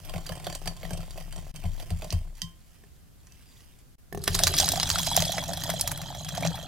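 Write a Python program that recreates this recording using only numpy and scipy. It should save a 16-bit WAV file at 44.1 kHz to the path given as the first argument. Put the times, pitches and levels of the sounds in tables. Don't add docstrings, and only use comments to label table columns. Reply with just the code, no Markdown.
import sys
import numpy as np
from scipy import signal
from scipy.fft import rfft, irfft
from scipy.io import wavfile
from scipy.ndimage import uniform_filter1d

SR = 44100
rng = np.random.default_rng(int(sys.argv[2]) if len(sys.argv) > 2 else 0)


def dump(signal):
    limited = np.clip(np.atleast_2d(signal).T, -1, 1)
    pcm = np.round(limited * 32767).astype(np.int16)
    wavfile.write(sys.argv[1], SR, pcm)


N = 294147
TIME = np.arange(N) / SR

# start in s, length in s, bite in dB, treble share in dB,
# push on the counter in dB.
STROKES = [(0.095, .01, -26.5, -11, -48), (0.138, 0.067, -24, -16.5, -29), (0.292, .04, -22, -14, -32.5),
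           (0.354, 0.046, -32.5, -5.5, -43), (0.4676, 0.011, -17, -21, -37), (0.4997, 0.061, -25, -9, -50),
           (0.658, .01, -26.5, -8.5, -34.5), (0.6749, 0.0073, -23, 0, -42),
           (0.8315, 0.024, -26.5, -22, -35.5), (0.9068, .04, -26.5, -9, -29.5), (0.9742, .06, -31, -4, -34),
           (1.176, 0.053, -27, -14.5, -46), (1.361, 0.029, -30.5, -6, -40),
           (1.638, 0.033, -28.5, -20, -24.5), (1.7992, 0.029, -30, -11, -66),
           (1.9047, 0.0099, -26, -8, -23.5), (2.0208, .04, -25.5, -14, -42),
           (2.1253, 0.018, -21, -7.5, -21.5)]
# frequency in Hz, level in dB, undamped t60 in s.
GLASS_MODES = [(1044, -14.5, 0.34), (1943, -4.5, 0.048), (3135, -2.5, 0.25), (4680, -1, 0.037),
               (4800, 4, 0.045), (5060, -24, 0.057), (6010, -1, 0.049), (8170, -8.5, .06),
               (8720, -4.5, 0.051), (9600, -19, .05), (12000, -5, 0.055)]
# start in s, ring in dB, crack in dB.
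CLINK_EVENTS = [(2.105, -49, -25), (2.418, -38, -25.5)]
# start in s, level in dB.
PLOP_EVENTS = [(2.838, -47), (4.126, -26.5), (4.148, -26), (4.175, -26), (4.279, -15), (4.349, -24)]
# start in s, level in dB, low share in dB, treble share in dB.
LOUD_SLAPS = [(4.2393, -28, -12.5, 4), (4.2778, -11.5, -7, -6.5), (4.3458, -15, -22, -10),
              (4.35, -12.5, -33, -4), (4.436, -2.5, -22, -9.5), (4.47, -10, -7, -7),
              (4.5853, -7.5, -29, -20), (4.6004, -7.5, -20, -10), (4.689, -8, -25, -8),
              (4.7197, -13.5, -39, -3), (4.831, -10, -13.5, -20), (4.9016, -8.5, -11.5, -11),
              (4.9142, -13.5, -18, -30), (4.9574, -19.5, -3, -22), (5.069, -16.5, -15, -6),
              (5.1656, -6.5, -16.5, -2.5), (5.175, -13.5, -11, -20), (5.253, -16, -25, -14),
              (5.3817, -22.5, 0, -18), (5.5345, -20.5, -30, -6), (5.8112, -13, -29, 0.5),
              (5.876, -16.5, -10.5, -1), (5.9165, -25, -3, 3.5), (6.2882, -24.5, -9.5, -6),
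              (6.373, -24, -10, -18), (6.451, -23.5, -4.5, -18), (6.4733, -17, -26, -29)]
# time in s, fizz in dB, gurgle in dB.
POUR = [(4.2, -50.5, -52), (4.32, -35, -49.5), (4.46, -29.5, -35), (4.52, -33.5, -43), (4.588, -20.5, -36),
        (4.7, -33, -40), (5.0, -29, -40), (5.2, -29, -39), (5.47, -40.5, -41), (5.7, -35.5, -42.5),
        (5.95, -44.5, -42.5), (6.3, -41.5, -45.5), (6.46, -41, -36.5), (6.67, -45.5, -45.5)]

BEATING_ENDS_S = (2.146, 2.383)
FOAM_BUILDS_S = (4.22, 6.05)


def undb(db):
    return 10 ** (np.asarray(db) / 20)


def unit(x):
    return x / np.sqrt(np.mean(x ** 2) + 1e-20)


def ramp(span_s, s=TIME):
    return np.interp(s, span_s, [0, 1])


def curves(table):
    s, *columns = np.transpose(table)
    return [undb(np.interp(TIME, s, column)) for column in columns]


def add(track, s, sound):
    start = max(int(s * SR), 0)
    track[start:start + len(sound)] += sound[:max(N - start, 0)]


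def band(x, lo_hz, hi_hz):
    sos = signal.butter(2, [lo_hz, min(hi_hz, .45 * SR)], "band", fs=SR, output="sos")
    return signal.sosfilt(sos, x)


def through(x, response):
    return signal.oaconvolve(x, response / np.linalg.norm(response))[:len(x)]


def colour(x, spectrum, size=4096):
    hz, db = np.transpose(spectrum)
    log_hz = np.log(np.maximum(np.arange(size // 2 + 1) * SR / size, 1))
    log_gain = np.log(undb(np.interp(log_hz, np.log(hz), db)))
    cepstrum = irfft(log_gain)
    cepstrum[1:size // 2] *= 2
    cepstrum[size // 2 + 1:] = 0
    return through(x, irfft(np.exp(rfft(cepstrum))))


def ring(modes, damping=1, uneven_db=0):
    t = TIME[:SR // 2]
    out = np.zeros(len(t))
    for (hz, db, t60_s), share in zip(modes, rng.standard_normal(len(modes))):
        decay = undb(db + uneven_db * share - 60 * damping * t / t60_s)
        out += decay * np.sin(2 * np.pi * hz * t)
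    return out


def crackle(count, rate_per_s, spread_db):
    chosen = rng.random(count) < rate_per_s / SR
    sizes = undb(spread_db * np.minimum(rng.exponential(size=count), 4))
    return unit(chosen * rng.choice([-1, 1], count) * sizes)


def burst(envelope, lo_hz, hi_hz):
    x = band(rng.standard_normal(len(envelope)) * envelope, lo_hz, hi_hz)
    return x / np.sqrt(uniform_filter1d(x ** 2, SR // 1000).max())


def bubbles(rate_per_s, lo_hz, hi_hz, cycles, spread_db, count=28):
    out = np.zeros(N)
    for hz in np.geomspace(lo_hz, hi_hz, count):
        pole = np.exp((2j * np.pi - 1 / cycles) * hz / SR)
        rung = signal.lfilter([1], [1, -pole], crackle(N, rate_per_s / count, spread_db)).imag
        out += np.sqrt(hz) * unit(rung)
    return unit(out)


def whisk():
    # frequency in Hz, level in dB.
    wire_colour = [(500, -14), (900, -4), (1400, -16), (1900, -4), (2400, -5.5), (3200, -3), (4000, -14),
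                   (4700, -4.5), (6000, -6.5), (12000, -9), (16000, -12.5)]
    # start in s, level in dB.
    tick_events = [(0.0493, -33.5), (0.2648, -25), (0.4441, -28), (0.7664, -34), (1.1067, -31.5),
                   (1.325, -29), (1.5602, -27.5), (2.352, -45), (3.27, -42), (3.3213, -43), (3.7881, -45)]
    # time in s, scrape in dB.
    handling_levels = [(2.28, -93), (2.38, -48), (2.55, -60.5), (2.75, -58), (3.1, -67), (3.3, -59),
                       (3.6, -53), (4.0, -71)]
    scrape_db, squelch_db, smack_db = -28.5, -25.5, -13
    stir_scrape_db, stir_squelch_db = -49.5, -51.5
    tick_treble_db = -7
    lead_s = .005

    beating, effort, bites = 1 - ramp(BEATING_ENDS_S), drag(), contacts()
    handling = curves(handling_levels)[0] * (TIME < handling_levels[-1][0])
    scrape = undb(stir_scrape_db) * beating + undb(scrape_db) * effort + handling
    squelch = undb(stir_squelch_db) * beating + undb(squelch_db) * effort
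    wires = undb(-4.0) * scrape * crackle(N, 1100, 3.0)
    yolk = undb(3) * squelch * crackle(N, 160, 4.5)
    glass = np.zeros(N)

    t = TIME[:SR // 12] - lead_s
    ticks = [(s, db, tick_treble_db) for s, db in tick_events]
    for s, db, treble_db in bites + ticks:
        envelope = np.exp(np.minimum(t / 0.0004, -t / 0.0037))
        slips = crackle(len(t), 4000, 1.3) * envelope
        slips *= undb(db - 9.0) * np.linalg.norm(envelope) / np.linalg.norm(slips)
        slips += (undb(treble_db + 12.5) - 1) * band(slips, 3200, 13100)
        add(wires, s - lead_s, slips)
        wall = ring(GLASS_MODES, damping=1.6, uneven_db=7)
        add(glass, s - lead_s, signal.fftconvolve(slips, wall / np.linalg.norm(wall)))

    since = t + lead_s
    smack_envelope = (1 - np.exp(-since / 0.00031)) * np.exp(-t / 0.0068)
    for s, db, _ in bites:
        add(yolk, s, undb(db + smack_db) * burst(smack_envelope, 420, 1260))
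    hollow = ring([(664, 7.0, 0.016), (720, -4.5, 0.0067), (352, 3, 0.011), (1008, -11, 0.039)])
    busy = np.sqrt(np.abs(uniform_filter1d(wires ** 2, size=700)))
    froth = busy * bubbles(420, 913, 4357, 6.2, 2.7, count=20)
    on_glass = undb(-4.5) * colour(wires, wire_colour) + undb(-7) * glass
    in_yolk = undb(-11.5) * froth + undb(-9.0) * through(yolk, hollow)
    return on_glass + in_yolk + contact_tones(bites)


def contacts():
    gap_s, gap_scatter = .023, .25
    trailing_db, trailing_scatter_db = -2, 1.6
    rows = []
    for s, length_s, db, treble_db, _ in STROKES:
        gaps, sizes, tones = rng.standard_normal((8, 3)).T
        lags_s = np.cumsum(gap_s * np.exp(gap_scatter * gaps))
        levels_db = db + trailing_db + trailing_scatter_db * sizes
        trailing = np.c_[s + lags_s, levels_db, treble_db + 5 * tones]
        rows += [(s, db, treble_db), *trailing[lags_s < length_s]]
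    return rows


def drag():
    attack_s, release_s = .03, 0.0092
    out = np.zeros(N)
    for s, length_s, db, _, _ in STROKES:
        before = np.minimum(TIME - s, 0)
        after = np.maximum(TIME - s - length_s, 0)
        out += undb(db) * np.exp(before / attack_s - after / release_s)
    return out


def contact_tones(bites):
    level_db, median_hz, pitch_scatter, decay_cycles = -13, 2395, 0.296, 7.2
    out, t = np.zeros(N), TIME[:SR // 20]
    for s, db, _ in bites:
        pitch, size = rng.standard_normal(2)
        hz = median_hz * np.exp(pitch_scatter * pitch)
        tone = np.exp(-t * hz / decay_cycles) * np.sin(2 * np.pi * hz * t)
        add(out, s, undb(db + level_db + 2.8 * size) * tone)
    return out


def clinks():
    # start in s, frequency in Hz, level in dB.
    ping_events = [(3.280, 2650, -63), (3.39, 4020, -64), (3.455, 4820, -54.5)]
    out, t = np.zeros(N), TIME[:SR // 2]
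    for s, ring_db, crack_db in CLINK_EVENTS:
        crack = burst(np.exp(-t / 0.0016) + undb(-14) * np.exp(-t / 0.0071), 3340, 6500)
        add(out, s, undb(ring_db) * ring(GLASS_MODES) + undb(crack_db) * crack)
    for s, hz, db in ping_events:
        add(out, s, (1 - np.exp(-t / 0.018)) * ring([(hz, db, .4)]))
    return out


def splats(slap_rows):
    lead_s = .015
    attack_s, release_s, spray_db = .0025, .0068, -10
    spray_full_at_db, spray_loss = -22, 0.36
    second_lag_s, second_db = .003, -10
    out, t = np.zeros(N), TIME[:SR // 14] - lead_s

    def crack(lag_s):
        return np.exp(np.minimum((t - lag_s) / 0.00015, (lag_s - t) / 0.00078))

    swell = np.exp(np.minimum(t / attack_s, -t / release_s))
    for s, db, low_db, treble_db in slap_rows:
        spray = undb(spray_db - spray_loss * max(db - spray_full_at_db, 0)) * swell
        second = undb(second_db) * crack(second_lag_s * rng.uniform(0.48, 2))
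        envelope = crack(0) + second + spray
        body = burst(envelope, 3960, 6740)
        low = undb(low_db + 1.5) * burst(envelope + spray, 700, 2450)
        treble = undb(treble_db + 2.5) * burst(envelope, 7600, 14200)
        add(out, s - lead_s, undb(db - 3.5) * (body + low + treble))
    return out


def slaps(pockets):
    snap_db = -7
    small_per_s, small_db, small_low_db = 12, 14, -8.5
    open_treble_db, foam_treble_db = -9.5, 5.5
    small = [(s, db + snap_db, -8) for s, db, _ in pockets]
    for s, fizz_db, _, trait in scattered(small_per_s, spread_db=3):
        small.append((s, fizz_db + small_db, small_low_db + 5 * trait))
    rows = list(LOUD_SLAPS)
    for s, db, low_db in small:
        treble_db = open_treble_db + foam_treble_db * ramp(FOAM_BUILDS_S, s)
        rows.append((s, db, low_db, treble_db + 4 * rng.standard_normal()))
    return rows


def scattered(per_s, spread_db):
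    s, fizz_db, gurgle_db = np.transpose(POUR)
    place, size, trait = rng.standard_normal((80, 3)).T
    times = s[1] + (np.arange(len(place)) + .3 * place) / per_s
    scatter_db = spread_db * size
    fizz = np.interp(times, s, fizz_db) + scatter_db
    gurgle = np.interp(times, s, gurgle_db) + scatter_db
    return np.c_[times, fizz, gurgle, trait][times < s[-1]]


def stream():
    # frequency in Hz, level in dB.
    fresh_colour = [(900, -21), (1500, -10.5), (2500, -16), (3300, -7), (4900, 0), (6400, -6), (9000, -7.5),
                    (12000, -9.5), (16000, -16)]
    foam_colour = [(900, -19), (1500, -17), (2200, -12.5), (2750, -13), (3250, 8.5), (3650, 1), (4100, 6),
                   (4700, -3), (5500, -1), (7100, 1), (9500, -12), (11700, -3), (16000, -21)]
    gurgle_colour = [(150, -51), (250, 5), (307, -5.5), (356, -11), (468, -19), (569, 1), (720, 3.5),
                     (1080, -11.5), (1880, -7.5), (2160, -28), (2600, -10.5), (3380, -30), (5720, -120)]
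    fizz, gurgle = curves(POUR)
    flowing, foam = ramp((4.13, 4.22)), ramp(FOAM_BUILDS_S)
    small = bubbles(5000, 1600, 15500, 7.0, 5.5) + undb(-6.5) * crackle(N, 1400, 18.0)
    fresh = unit(colour(small, fresh_colour))
    foamy = unit(colour(small, foam_colour))
    small = (1 - foam) * fresh + foam * foamy
    middling = unit(colour(bubbles(700, 258.6, 2700, 2.3, 4.3), gurgle_colour))
    return flowing * (undb(-0.5) * fizz * small + undb(-2.0) * gurgle * middling)


def gulps(pockets):
    out, t = np.zeros(N), TIME[:SR // 10]
    for s, db, hz in pockets:
        life, rise = rng.standard_normal(2)
        envelope = (1 - np.exp(-t / 0.0009)) * np.exp(-t / (0.0037 * np.exp(0.11 * life)))
        phase = 2 * np.pi * hz * t * (0.975 + (3 + 4 * rise) * t)
        add(out, s, undb(db + 5.5) * envelope * np.sin(phase))
    return band(out, 496, 6000)


def air_pockets():
    # start in s, level in dB, nominal pitch in Hz.
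    large = [(4.401, -23, 704), (4.633, -21.5, 770), (4.736, -20, 698), (4.776, -23, 723),
             (4.9576, -24, 1440), (5.075, -22, 705), (5.115, -23, 910), (5.175, -13.5, 698),
             (5.224, -21.5, 640), (5.294, -23.5, 677), (5.3804, -26, 1940), (5.382, -22.5, 680),
             (5.492, -22.5, 684), (5.693, -21.5, 644), (5.738, -23.5, 660), (6.377, -22.5, 685),
             (6.425, -22, 650), (6.432, -28, 2240), (6.45, -18.5, 637)]
    small_per_s, small_db = 22, 7.5
    median_hz, pitch_scatter = 711, .16
    rows = list(large)
    for s, _, gurgle_db, trait in scattered(small_per_s, spread_db=3):
        rows.append((s, gurgle_db + small_db, median_hz * np.exp(pitch_scatter * trait)))
    return rows


def plops():
    # frequency in Hz, level in dB, t60 in s.
    knock_modes = [(410, 0.5, 0.056), (493, -2.5, 0.026), (710, 0.5, 0.023), (1070, -4, 0.027),
                   (1760, -2, 0.026), (2560, -12, 0.0069)]
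    out, t = np.zeros(N), TIME[:SR // 2]
    for s, db in PLOP_EVENTS:
        tick = burst(np.exp(-t / 0.004), 1700, 16460)
        add(out, s, undb(db - 10.5) * (ring(knock_modes, uneven_db=5) + undb(-4.5) * tick))
    bare_db = np.interp(TIME, [4.12, 4.3, 4.5, 5.1], [-59, -48, -46, -70.5])
    bare = undb(bare_db) * (TIME > 4.12)
    return out + bare * unit(band(crackle(N, 300, 1.4), 350, 430))


def counter(pockets):
    # frequency in Hz, level in dB, t60 in s.
    upper_modes = [(166.6, 1, 0.2), (128.5, 2.5, 0.099), (204, -17, 0.047)]
    lower_modes = [(85, 4.5, .2), (62, -10, 0.45)]
    rock_modes = [(27.9, -7.5, 0.78)]
    # frequency in Hz, level in dB.
    drum_colour = [(30, -16.5), (65, 3.5), (110, 0.5), (160, 7), (200, -9), (270, -26), (400, -44),
                   (700, -47.5)]
    share_db = {"clink": -9, "plop": -8, "splat": -22, "gulp": -8}
    lag_s = 0.0051
    firm_db, lower_at_firm_db, lower_growth = -30, -31.5, 1.71
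    hand_sway_db, hand_drum_db = -38, -47.5
    stream_sway_db, stream_drum_db = -37.5, -38
    fill_push_db = 5

    out = np.zeros(N)
    swell = 1 - np.exp(-(TIME[:SR // 2] / 0.0087) ** 2)
    upper, lower = swell * ring(upper_modes), swell * ring(lower_modes + rock_modes)
    pushes = [(s, db) for s, *_, db in STROKES]
    pushes += [(s, db + share_db["clink"]) for s, _, db in CLINK_EVENTS]
    pushes += [(s, min(db + share_db["plop"], firm_db)) for s, db in PLOP_EVENTS]
    for s, db in pushes:
        lower_db = lower_at_firm_db + lower_growth * (db - firm_db)
        add(out, s + lag_s, undb(min(db, firm_db) + 4.0) * upper + undb(lower_db) * lower)
    for s, db, *_ in LOUD_SLAPS:
        add(out, s + lag_s, undb(db + share_db["splat"]) * lower)
    for s, db, _ in pockets:
        push_db = db + share_db["gulp"] + fill_push_db * ramp((5.2, 6.2), s)
        add(out, s + lag_s, undb(push_db) * upper)

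    hand, flow, foam = 1 - ramp(BEATING_ENDS_S), ramp((4.1, 4.32)), ramp(FOAM_BUILDS_S)
    sway = undb(hand_sway_db) * hand + undb(stream_sway_db - 16 * foam) * flow
    drum = undb(hand_drum_db) * hand + undb(stream_drum_db - 2.8 * foam) * flow
    swaying = sway * unit(band(rng.standard_normal((2, N)), 24.4, 30.5))
    drumming, side_drumming = (drum * unit(colour(rng.standard_normal(N), drum_colour)) for _ in range(2))
    mid = out + undb(-1.3) * drumming
    side = undb(-3.5) * band(mid, 149, 260) + undb(-9) * side_drumming
    stereo_side = side * np.array([[1], [-1]]) * undb(-2.5)
    return mid * undb([[1.3], [-1.3]]) + stereo_side + swaying * undb([[0.5], [-5]])


def space(x, right_db, early_db, room_db, turn_hz=3.3):
    t = TIME[:SR // 3]
    turn = 2 * np.pi * turn_hz * TIME
    left = np.r_[0, x[:-1]] * undb(-right_db / 2)
    right = x * undb(right_db / 2)
    out = []
    for direct in (left, right):
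        walls = band(rng.standard_normal((2, len(t))), 3730, 20100) * np.exp(-t / 0.002)
        early = np.cos(turn) * through(x, walls[0]) + np.sin(turn) * through(x, walls[1])
        room = band(rng.standard_normal(len(t)), 133, 20000) * undb(-60 * t / 0.17) * (t > .005)
        out.append(direct + undb(early_db) * early + undb(room_db) * through(x, room))
    return np.array(out)


def kitchen():
    # frequency in Hz, level in dB.
    room_colour = [(12, -5), (20, -0.5), (65, 2.5), (150, -6), (446, -21), (738, -23), (873, -29),
                   (1610, -26.5), (1760, -29), (2140, -31.5), (12400, -31.5), (14700, -34), (16000, -41)]
    shared, left, right = (unit(colour(rng.standard_normal(N), room_colour)) for _ in range(3))
    return undb(-54) * (0.33 * shared + np.array([left, right]))


def scene():
    # frequency in Hz, level in dB, t60 in s.
    jug_air = [(3410, 8, 0.012), (4036, 9, 0.0069), (5160, 8.5, 0.0023), (7900, -27, 0.029)]
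    # centre in s, length in s.
    dip_events = [(1.528, 0.024), (3.969, 0.025)]
    pockets = air_pockets()
    slap_rows = slaps(pockets)
    milk = splats(slap_rows) + stream()
    milk = undb(-3.0) * milk + undb(-15.5) * through(milk, ring(jug_air))
    whisking = space(whisk() + clinks(), right_db=5.0, early_db=-4.0, room_db=-9)
    pouring = space(milk, right_db=3.0, early_db=-5.5, room_db=-12.5, turn_hz=7)
    spray = undb(-8.5) * band(splats(slap_rows), 7900, 11600) * np.array([[1], [-1]])
    glugging = space(gulps(pockets) + plops(), right_db=5.5, early_db=-0.5, room_db=-13.0)
    sound = whisking + pouring + spray + glugging + counter(pockets) + kitchen()
    dip = sum(abs(TIME - s) < length_s / 2 for s, length_s in dip_events)
    return sound * undb(-25 * uniform_filter1d(dip * 1., size=200))


def record(dry):
    top_cut = signal.ellip(8, .2, 70, 16000, fs=SR, output="sos")
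    return signal.sosfilt(top_cut, np.clip(dry, -1, 1))


dry = scene()
out = record(dry)
dump(out)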